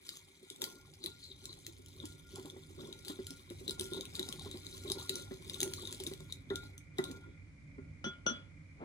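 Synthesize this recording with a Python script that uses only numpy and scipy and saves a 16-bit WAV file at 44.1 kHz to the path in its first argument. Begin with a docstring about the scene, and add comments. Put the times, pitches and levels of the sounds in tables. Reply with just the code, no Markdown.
"""A wooden kitchen table: a wooden spoon stirs a thick liquid in a glass bowl, picked up by two microphone ports.
Its edge scrapes (noise bands and table drone) and ticks (short bursts and notes) along the glass; it bumps the
wall (pushes through table resonances, ringing glass modes), and at last the handle drops on the rim and clatters.
Gurgle blips follow the drone, and a hand brushes the bowl at the end.
Underneath: a resonant room rumble, a pulsing whir, a faint hiss. The left port is a little nearer to the bowl."""
import sys
import numpy as np
from scipy import signal
from scipy.fft import rfft, irfft, next_fast_len
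from scipy.io import wavfile
from scipy.ndimage import uniform_filter1d, map_coordinates

SR = 44100
rng = np.random.default_rng(int(sys.argv[2]) if len(sys.argv) > 2 else 0)


def file_out(sig):
    """Save sig as 16-bit WAV at sys.argv[1]."""
    # one column per channel
    cols = np.atleast_2d(sig).T
    # limit, then scale
    lim = np.clip(cols, -1, 1)
    pcm = np.round(lim * 32767).astype(np.int16)
    wavfile.write(sys.argv[1], SR, pcm)


N = 389844
TIME_S = np.arange(N) / SR

# Room levels. Each row: time in seconds, rumble level in dB, whir level in dB.
ROOM_LEVELS = [(0.0, -70, -70.5), (0.47, -71.5, -70.5), (0.83, -62, -74), (2.75, -58, -71),
               (4.33, -53.5, -66.5), (7.7, -54, -67), (8.84, -55.5, -66.5)]
# Rumble resonances. Each row: centre in Hz, width in Hz, relative level in dB.
RUMBLE_MODES = [(50.8, 29, -9.5), (96, 10.9, -0.5), (152.6, 15, -6), (282, 33.5, -14.5), (548, 110, -30)]
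# Whir spectrum. Each row: frequency in Hz, relative density in dB per Hz.
WHIR_SPECTRUM = [(1800, -16), (2000, -1.5), (2250, 3), (2450, -0.5), (2600, -38)]
# Room hiss spectrum. Each row: frequency in Hz, relative density in dB per Hz.
HISS_SPECTRUM = [(300, -18.5), (1200, -12.5), (3000, -20), (6500, -22), (11000, -30), (12000, -52)]
# Left-right likeness of the room noise. Each row: frequency in Hz, correlation from 0 to 1.
ROOM_LIKENESS = [(70, 0.88), (130, 0.94), (290, 0.8), (640, 0)]
# Decay of the walls' answer. Each row: frequency in Hz, t60 in seconds.
WALL_T60 = [(200, 0.65), (2000, 0.13), (12000, 0.13)]
# Port difference for sound from the bowl. Each row: frequency in Hz, left lead in radians, left over right in dB.
PORT_DIFFERENCE = [(0, 1, 1), (390, 0.73, -1.5), (990, 2.5, 3.5), (2140, 2, 5), (3590, 4.5, 8.5),
                   (5800, 4.5, 0), (6980, 8.5, 2), (11630, -3.5, -2), (13860, -6, 1.5), (16900, -17, -3.5)]
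# Band cancelled by the table's reflection. Each row: centre in Hz, width in Hz, level in dB.
TABLE_DIP = [(2600, 1280, -7.5)]
# Table resonances. Each row: centre in Hz, width in Hz, level in dB.
TABLE_MODES = [(150, 45, 2), (255, 101, 6.5), (380.7, 34.2, 14), (571, 72, -3)]
# Spoon resonances. Each row: centre in Hz, width in Hz, level in dB.
SPOON_MODES = [(3410, 1520, 0.5), (6450, 900, -0.5), (7166, 420, 1.5), (9310, 780, 0), (11010, 1220, -5.5),
               (14670, 1070, -11)]
# Handle resonances. Each row: centre in Hz, width in Hz, level in dB.
CLATTER_MODES = [(207, 34, 4), (384, 120, -7), (575, 75, -1.5), (1380, 187, 0), (3060, 150, -0.5),
                 (4400, 1800, -16), (6800, 4100, -23.5), (9400, 200, -17)]
# Glass modes. Each row: pitch in Hz, undamped t60 in seconds, left lead in radians, left over right in dB.
GLASS_MODES = [(1410, .95, .8, 2.5), (3381, .45, -1.2, -4), (5922, .25, .6, 14)]
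# Blows under the liquid, lowest mode. Each row: start in seconds, level in dB, free ringing in seconds.
BLOWS_LOW_MODE = [(0.639, -55, 0.27), (1.0766, -60, 0.08), (2.059, -62, 0.16), (2.24, -63.5, 0.3),
                  (2.9282, -63, 0.18), (3.273, -60.5, 0.11), (3.701, -59, 0.32), (3.8167, -53, 0.18),
                  (4.172, -63, 0.19), (4.96, -58, 0.11), (5.1125, -56.5, 0.26), (5.5448, -61, 0.19),
                  (5.611, -53.5, 0.16), (6.116, -64, 0.47), (6.5073, -48, 0.17), (6.7998, -73, 0.15),
                  (6.993, -49, 0.43), (7.7787, -67.5, 0.14)]
# Touches high on the wall, second mode. Each row: start in seconds, level in dB, free ringing in seconds.
CHIMES_SECOND_MODE = [(.502, -60, .06), (2.002, -59, 0.057), (2.349, -56, .1)]
# Handle on the rim. Each row: start in seconds, then level in dB and free ringing in seconds for each glass mode.
RIM_STRIKES = [(8.042, -36.5, 0.058, -43, 0.082, -51.5, 0.067), (8.061, -43, 0.17, -52, 0.14, -80, .04),
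               (8.264, -29, 0.033, -35, 0.31, -38.5, 0.067), (8.298, -61, 0.041, -52.5, 0.28, -74, 0.05)]
# Spoon or hand bumping the bowl. Each row: start in seconds, level in dB, pitch in Hz.
BOWL_BUMPS = [(0.507, -47.5, 382), (0.624, -35.5, 362), (1.04, -38, 347), (1.678, -44.5, 338),
              (1.791, -49, 254), (2.036, -36.5, 296), (2.382, -37.5, 375), (2.448, -40.5, 296),
              (2.563, -40, 382), (2.703, -47.5, 328), (2.779, -45, 391), (2.831, -40.5, 400),
              (3.097, -35.5, 290), (3.189, -36, 376), (3.304, -41, 272), (3.505, -38, 349),
              (3.61, -41.5, 383), (3.686, -38.5, 371), (3.803, -37.5, 375), (3.918, -40.5, 379),
              (4.188, -34.5, 358), (4.208, -39, 387), (4.288, -38, 377), (4.335, -42.5, 381),
              (4.459, -37, 399), (4.543, -39.5, 348), (4.849, -38.5, 384), (4.9, -34.5, 402),
              (4.957, -43, 392), (5.097, -39, 387), (5.31, -35.5, 377.5), (5.621, -35, 372),
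              (5.662, -44, 366), (6.002, -38, 378.5), (6.07, -38.5, 351), (6.113, -37.5, 390),
              (6.202, -44, 379), (6.505, -28, 396), (6.987, -25, 372.6), (7.1, -37.5, 266),
              (7.781, -38, 266), (8.045, -42, 212), (8.061, -33, 222), (8.259, -35, 377),
              (8.307, -35.5, 235)]
# Edge catching on the glass. Each row: start in seconds, blade note level in dB, crack level in dB.
EDGE_TICKS = [(0.0909, -29, -41.5), (0.17, -40, -52), (0.501, -46, -45.5), (0.5606, -55, -53),
              (0.618, -25, -32.5), (0.6401, -39, -33.5), (1.0397, -24.5, -44), (1.061, -20, -40),
              (1.4552, -37, -43.5), (1.529, -32.5, -56), (1.6654, -47, -40.5), (1.8607, -58, -53.5),
              (2.001, -29.5, -71), (2.0542, -43, -48.5), (2.3576, -44, -47.5), (2.4568, -48, -53),
              (2.4997, -32.5, -55), (2.927, -31.5, -52), (3.0485, -38, -50), (3.0818, -41, -41),
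              (3.268, -49, -42.5), (3.3057, -69, -47), (3.5011, -38, -51.5), (3.6792, -19, -43),
              (3.695, -20, -44), (3.7082, -41, -38.5), (3.796, -45, -39), (3.8098, -54, -38),
              (3.9343, -24.5, -47), (4.009, -24.5, -45), (4.0535, -41, -48.5), (4.153, -28.5, -46),
              (4.1945, -20, -37), (4.2286, -24.5, -51), (4.288, -30, -42.5), (4.3257, -33, -42),
              (4.3947, -34, -49.5), (4.513, -29, -48), (4.6663, -29.5, -49), (4.878, -33.5, -56),
              (4.9, -21.5, -41.5), (4.918, -17, -35.5), (5.094, -14.5, -32.5), (5.1555, -26, -39.5),
              (5.497, -24.5, -46), (5.543, -26.5, -48), (5.6036, -22, -32.5), (5.6142, -22, -37),
              (5.63, -43, -30.5), (5.7359, -55, -38), (5.853, -27, -59), (5.8734, -24, -47.5),
              (5.9256, -47, -41.5), (6.0007, -32, -46.5), (6.0367, -40, -43.5), (6.0662, -20.5, -44.5),
              (6.136, -51, -47), (6.2045, -45, -54), (6.324, -24, -45.5), (6.5023, -28, -58),
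              (6.5569, -24, -42.5), (6.7789, -62, -52), (6.984, -24, -45.5), (7.0403, -27.5, -42.5),
              (7.1135, -43, -49.5)]
# Spoon pressing on the glass. Each row: start in seconds, hold in seconds, blade note in Hz,
# rasp level in dB, wet hiss level in dB, table drone level in dB.
SCRAPE_STROKES = [(0.049, 0.094, 3830, -68, -56.5, -64), (0.431, 0.14, 3680, -67, -63, -64.5),
                  (0.615, 0.041, 3800, -64, -51.5, -49.5), (1.033, 0.044, 3920, -55, -62, -57),
                  (1.221, 0.1, 4020, -55, -63, -74), (1.44, 0.083, 4086, -58, -61.5, -59.5),
                  (1.649, 0.021, 3784, -61, -68, -73), (2.001, 0.04, 3655, -63, -59.5, -57.5),
                  (2.345, 0.13, 3500, -81, -68.5, -54.5), (2.791, 0.096, 3700, -63, -68, -52.5),
                  (3.056, 0.035, 3870, -51, -53, -50.5), (3.674, 0.045, 3930, -58, -65, -52),
                  (3.795, 0.037, 3800, -74, -53, -49), (3.92, 0.083, 3685, -54.5, -63, -50),
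                  (4.151, 0.097, 3870, -55, -53.5, -49.5), (4.4, 0.12, 3710, -58.5, -65.5, -55.5),
                  (4.621, 0.18, 3933, -63, -58, -58.5), (4.872, 0.11, 3807, -50, -53, -48),
                  (5.091, 0.09, 3934, -50.5, -52.5, -52), (5.482, 0.069, 3750, -62, -53.5, -56),
                  (5.601, 0.05, 3690, -72, -52, -48.5), (5.78, 0.14, 3820, -57, -58.5, -52),
                  (5.998, 0.11, 3703, -71, -59, -58.5), (6.301, 0.015, 3830, -58, -65, -66),
                  (6.502, 0.13, 3696, -61, -65, -55.5), (6.982, 0.11, 3754, -60.5, -61, -50.5),
                  (7.219, 0.022, 3550, -67, -92, -58)]
# Fade after a scrape: rasp, wet hiss and drone in dB per second.
RELEASE_DB_PER_S = [182, 117, 128]
# Light contact between scrapes. Each row: time in seconds, base level in dB.
GLIDE_BASE = [(0, -72), (2.7, -68), (3.9, -65), (6.1, -63.5), (6.45, -81), (7.2, -102)]
# Rasp, wet hiss and drone over the glide's base level, in dB.
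GLIDE_OFFSET_DB = [-3, 4, 1.5]

TOP_HZ = 16500
GRIP_S, GRIP_DB, GRIP_HZ = 8.815, -47.5, 895
GRAB_DB_PER_S = 703  # onset slope of scrapes and grip
CRACK_DRIVE_DB, PUSH_DRIVE_DB = 24, 6  # added ahead of the spoon and table resonances
SOFT_DB, BRIGHTER_DB_PER_DB = -41, 0.7  # above SOFT_DB a bump's knock gains this much extra
GURGLES_PER_S, GURGLE_HZ, GURGLE_DB = 70, 949.5, -10  # rate, middle pitch, level over the drone


def amp(db):
    """dB to amplitude."""
    return 10 ** (np.asarray(db) / 20)


def unit(x):
    """Scales to rms 1."""
    return x / np.sqrt(np.mean(x ** 2) + 1e-20)


def along(points, hz):
    """Interpolates (Hz, value) points on a log axis."""
    f, v = np.transpose(points)
    return np.interp(np.log(hz + 1), np.log(f + 1), v)


def shape(points):
    """A gain by frequency, shut well outside its points."""
    def gain(hz):
        inside = (hz > .7 * points[0][0]) * (hz < 1.1 * points[-1][0])
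        return amp(along(points, hz)) * inside
    return gain


def curves(rows):
    """One value per sample per column; -120 dB past a last row over 1 s before the end."""
    s, *cols = np.transpose(rows)
    after_db = -120 if s[-1] < TIME_S[-1] - 1 else None
    return [np.interp(TIME_S, s, c, right=after_db) for c in cols]


def wobble(knots_per_s):
    """A smooth random curve."""
    knots = rng.standard_normal(int(N * knots_per_s / SR) + 4)
    return map_coordinates(knots, [TIME_S * knots_per_s])


def filtered(x, response):
    """x times a complex response of frequency."""
    m = next_fast_len(N + SR // 2)
    return irfft(rfft(x, m) * response(np.fft.rfftfreq(m, 1 / SR)), m)[..., :N]


def body(modes):
    """The causal response of a set of resonances, alternating in sign."""
    def response(f):
        return sum((-1) ** k * amp(db) * 1j * f * w / (c * c - f * f + 1j * f * w)
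                   for k, (c, w, db) in enumerate(modes))
    return response


def add(track, s, sound):
    """Lays a short sound on the track at s seconds."""
    part = track[max(round(s * SR), 0):][:len(sound)]
    part += sound[:len(part)]


def ring(t, hz, t60_s, attack_s):
    """A dying sine with a soft start."""
    return np.sin(2 * np.pi * hz * t) * amp(-60 * t / t60_s) * (1 - np.exp(-t / attack_s))


def patchy(x, depth_db):
    """Random gain in patches of time and frequency."""
    z = signal.stft(x, nperseg=256)[2]
    field = uniform_filter1d(rng.standard_normal(z.shape), size=6, axis=0)
    field = uniform_filter1d(field, size=5, axis=1)
    return signal.istft(z * amp(depth_db * unit(field)), nperseg=256)[1][:N]


def diffuse(response):
    """Stereo noise of rms 1; mid and side shares set the left-right likeness by frequency."""
    def mid_side(hz):
        turn = np.arccos(np.clip(along(ROOM_LIKENESS, hz), -1, 1)) / 2
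        return response(hz) * [np.cos(turn), np.sin(turn)]
    mid, side = filtered(rng.standard_normal((2, N)), mid_side)
    return unit(np.array([mid + side, mid - side]))


def room_tone():
    """A low rumble in the room's resonances, a whir that pulses fast, a faint hiss."""
    rumble_db, whir_db = curves(ROOM_LEVELS)
    swell = amp(1.5 * wobble(7))
    rumble = swell * diffuse(
        lambda f: body(RUMBLE_MODES)(f) / (1 + (35 / (f + 1)) ** 4) / (1 + (f / 900) ** 4))
    rumble = amp(rumble_db) * rumble * amp([[-1.1], [1.1]])  # right port stronger
    whir = amp(whir_db) * unit(amp(2.0 * wobble(90)) * diffuse(shape(WHIR_SPECTRUM)))
    hiss = amp(whir_db - 7.0) * diffuse(shape(HISS_SPECTRUM))
    return rumble + whir + hiss


def kitchen(x):
    """The walls' answer: delayed noise whose frequencies die at their own speeds."""
    hz, t, z = signal.stft(rng.standard_normal((2, SR // 3)), SR, nperseg=256)
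    decay = amp(-60 * t / along(WALL_T60, hz)[:, None])
    tail = signal.istft(z * decay, SR, nperseg=256)[1]
    delayed = np.pad(x, (150, 0))[None]  # samples
    return signal.fftconvolve(delayed, tail / np.linalg.norm(tail[0]), axes=1)[:, :N]


def ports(x, lead_rad, left_db):
    """Phase and level differences by frequency, half on each side."""
    def response(hz):
        half = np.exp(.5j * lead_rad(hz)) * amp(left_db(hz) / 2)
        return np.array([half, 1 / half])
    return filtered(np.array([x, x]), response)


def shifting(pair, radians):
    """The circling spoon's path to each port keeps changing: slow random phase, less in the bass."""
    hz, _, z = signal.stft(pair, SR, nperseg=256)
    field = uniform_filter1d(rng.standard_normal(z.shape), size=8, axis=1)
    field = uniform_filter1d(field, size=60, axis=2)
    turn = radians * unit(field) * (hz / (hz + 500))[:, None]
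    return signal.istft(z * np.exp(1j * turn), nperseg=256)[1][:, :N]


def grip():
    """Skin on glass as the hand takes hold: a dull noise brush that swells in."""
    skin = body([(GRIP_HZ / 2, GRIP_HZ, 0)])
    brush = unit(filtered(rng.standard_normal(N), lambda f: skin(f) / (1 + 1j * f / GRIP_HZ) ** 2))
    return amp(GRIP_DB + GRAB_DB_PER_S * np.minimum(TIME_S - GRIP_S, 0)) * brush


def clatter():
    """The wooden handle cracks and rattles on: noise with a short and a long decay, through its resonances."""
    shake, t = np.zeros(N), np.arange(SR // 2) / SR
    decay = amp(-60 * t / 0.014) + 0.19 * amp(-60 * t / 0.34)
    for s, _, _, second_mode_db, *_ in RIM_STRIKES:
        add(shake, s, amp(second_mode_db + 26) * rng.standard_normal(len(t)) * decay)
    rattle = shake * amp(2.0 * wobble(200))
    return filtered(rattle, lambda f: body(CLATTER_MODES)(f) / (1 + 1j * f / 7000) ** 2)


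def muffled(t, db, free_s):
    """Gain of a glass mode: a new touch takes 14 dB off around free_s."""
    return amp(db - 14 / (1 + np.exp((free_s - t) / 0.004)))


def glass():
    """Bowl modes as dying sines, one track each: blows, chimes, handle strikes and rubbing drive them."""
    modes, t = np.zeros((len(GLASS_MODES), N)), np.arange(SR // 2) / SR
    tones = [ring(t, hz, t60_s, 0.0028) for hz, t60_s, _, _ in GLASS_MODES]
    for s, db, free_s in BLOWS_LOW_MODE:
        add(modes[0], s, muffled(t, db, free_s) * tones[0] * (1 - np.exp(-t / 0.0057)))
    for s, db, free_s in CHIMES_SECOND_MODE:
        add(modes[1], s, muffled(t, db, free_s) * tones[1])
    for s, *struck in RIM_STRIKES:
        for track, tone, db, free_s in zip(modes, tones, struck[::2], struck[1::2]):
            add(track, s, muffled(t, db - 80 * t, free_s) * tone)  # the resting handle drains the ring
    drone_level = contact()[-1]
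    rubbing = amp(13.0) * drone_level * rng.standard_normal(N)  # keeps two modes humming
    modes[0] += filtered(rubbing, body([(GLASS_MODES[0][0], 14, -1)]))
    modes[1] += filtered(rubbing, body([(GLASS_MODES[1][0], 8, -3)]))
    waver_db = 3 * np.array([wobble(25) for _ in GLASS_MODES])  # moving liquid
    return modes * amp(waver_db)


def bumps():
    """A short note plus a noise push through the table; the wood knocks higher up, more so when hit hard."""
    pushes, knocks, notes, t = np.zeros(N), np.zeros(N), np.zeros(N), np.arange(SR // 5) / SR
    for s, db, hz in BOWL_BUMPS:
        push = amp(db + PUSH_DRIVE_DB) * rng.standard_normal(len(t)) * amp(-60 * t / 0.082)
        add(notes, s, amp(db) * ring(t, hz, 0.11, 0.0026))
        add(pushes, s, push)
        add(knocks, s, push * amp(BRIGHTER_DB_PER_DB * max(db - SOFT_DB, 0)))
    wood = body([(954, 420, -9.5), (2015, 77, -9.5)])  # Hz, width Hz, dB
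    table = filtered(pushes, lambda f: body(TABLE_MODES)(f) / (1 + 1j * f / 1500))
    knock = filtered(knocks, lambda f: wood(f) / (1 + 1j * f / 2500) ** 2)
    return notes + table + knock


def contact():
    """Blade note, then rasp, hiss and drone levels: each scrape grabs, holds and lets go over a light glide."""
    glide_db, = curves(GLIDE_BASE)
    power = amp(2 * (glide_db + np.c_[GLIDE_OFFSET_DB]))
    t = np.arange(-SR // 10, SR // 2) / SR
    for s, held_s, _, *levels_db in SCRAPE_STROKES:
        keep = s + t >= 0
        for track, db, release in zip(power, levels_db, RELEASE_DB_PER_S):
            shape_db = GRAB_DB_PER_S * np.minimum(t, 0) - release * np.maximum(t - held_s, 0)
            add(track, s + t[keep][0], amp(2 * (db + shape_db[keep])))
    starts_s, _, notes_hz, *_ = np.transpose(SCRAPE_STROKES)
    return np.interp(TIME_S, starts_s, notes_hz), *np.sqrt(power)


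def ticks():
    """Each catch is a burst of a few ms through the spoon, plus the blade's short note."""
    sharp, notes, t = np.zeros(N), np.zeros(N), np.arange(SR // 50) / SR
    note_hz = contact()[0]
    for s, note_db, crack_db in EDGE_TICKS:
        burst = np.sign(rng.standard_normal(len(t))) * amp(-60 * t / 0.0075) * (1 - np.exp(-t / 0.00086))
        add(sharp, s, amp(crack_db + CRACK_DRIVE_DB) * burst)
        add(notes, s, amp(note_db) * ring(t, note_hz[round(s * SR)], 0.011, 0.0007))
    return patchy(filtered(sharp, body(SPOON_MODES)), depth_db=2.5) + notes


def gurgles():
    """Small air pockets in the liquid: soft short blips of scattered time, pitch and size."""
    blips, t = np.zeros(N), np.arange(SR // 20) / SR
    for when, pitch, size in rng.random((int(GURGLES_PER_S * N / SR), 3)):
        hz = GURGLE_HZ * np.exp(.45 * (pitch - .5))
        add(blips, when * N / SR, amp(18.0 * size) * ring(t, hz, 0.026, 0.0033))
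    return amp(GURGLE_DB) * unit(blips)


def drag():
    """Friction: grains at the blade's note, a scratchy wet hiss, a judder in the table with gurgles."""
    rasp_hz, rasp_level, hiss_level, drone_level = contact()
    clumps = wobble(20)  # the stroke grips and lets go
    grit = amp(2 * clumps + 4 * wobble(60) + 4 * wobble(330)) * rng.standard_normal((2, N))
    slow = filtered(grit, lambda f: 1 / (1 + 1j * f / 330) ** 2)
    phase = 2 * np.pi * np.cumsum(rasp_hz * (1 + 0.04 * wobble(15))) / SR
    rasp = unit(slow[0] * np.cos(phase) + slow[1] * np.sin(phase))  # noise band following the note
    scratch = amp(2 * clumps + 2 * wobble(70) + 4 * wobble(400)) * rng.standard_normal(N)
    hiss = unit(patchy(filtered(scratch, body(SPOON_MODES)), depth_db=3.0))
    judder = amp(4 * wobble(30)) * rng.standard_normal(N)
    drone = unit(filtered(judder, lambda f: body(TABLE_MODES)(f) / (1 + 1j * f / 1500)))
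    return rasp_level * rasp + hiss_level * hiss + drone_level * (drone + gurgles())


def scene():
    """The bowl at the two ports, the walls' answer and the room."""
    edge = filtered(drag() + ticks(), lambda hz: 1 - body(TABLE_DIP)(hz))
    spoon = edge + bumps() + clatter() + grip()
    modes = glass()
    f, lead_rad, left_db = np.transpose(PORT_DIFFERENCE)
    near = ports(spoon, lambda hz: np.interp(hz, f, lead_rad), lambda hz: np.interp(hz, f, left_db))
    near = shifting(near, radians=.45)
    for track, (_, _, turn, side_db) in zip(modes, GLASS_MODES):
        near = near + ports(track, lambda hz: np.full_like(hz, turn), lambda hz: np.full_like(hz, side_db))
    to_walls = spoon + amp(-22.0) * modes.sum(axis=0)  # glass tones: mostly direct, little wall answer
    walls = amp(-6) * kitchen(to_walls)
    walls = filtered(walls, lambda hz: 1 / (1 + (800 / (hz + 1)) ** 2))  # the table's low notes stay close
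    return near + walls + room_tone()


def record(dry):
    """The recorder keeps nothing above its band limit."""
    return filtered(dry, lambda hz: hz < TOP_HZ)


dry = scene()
out = record(dry)
file_out(out)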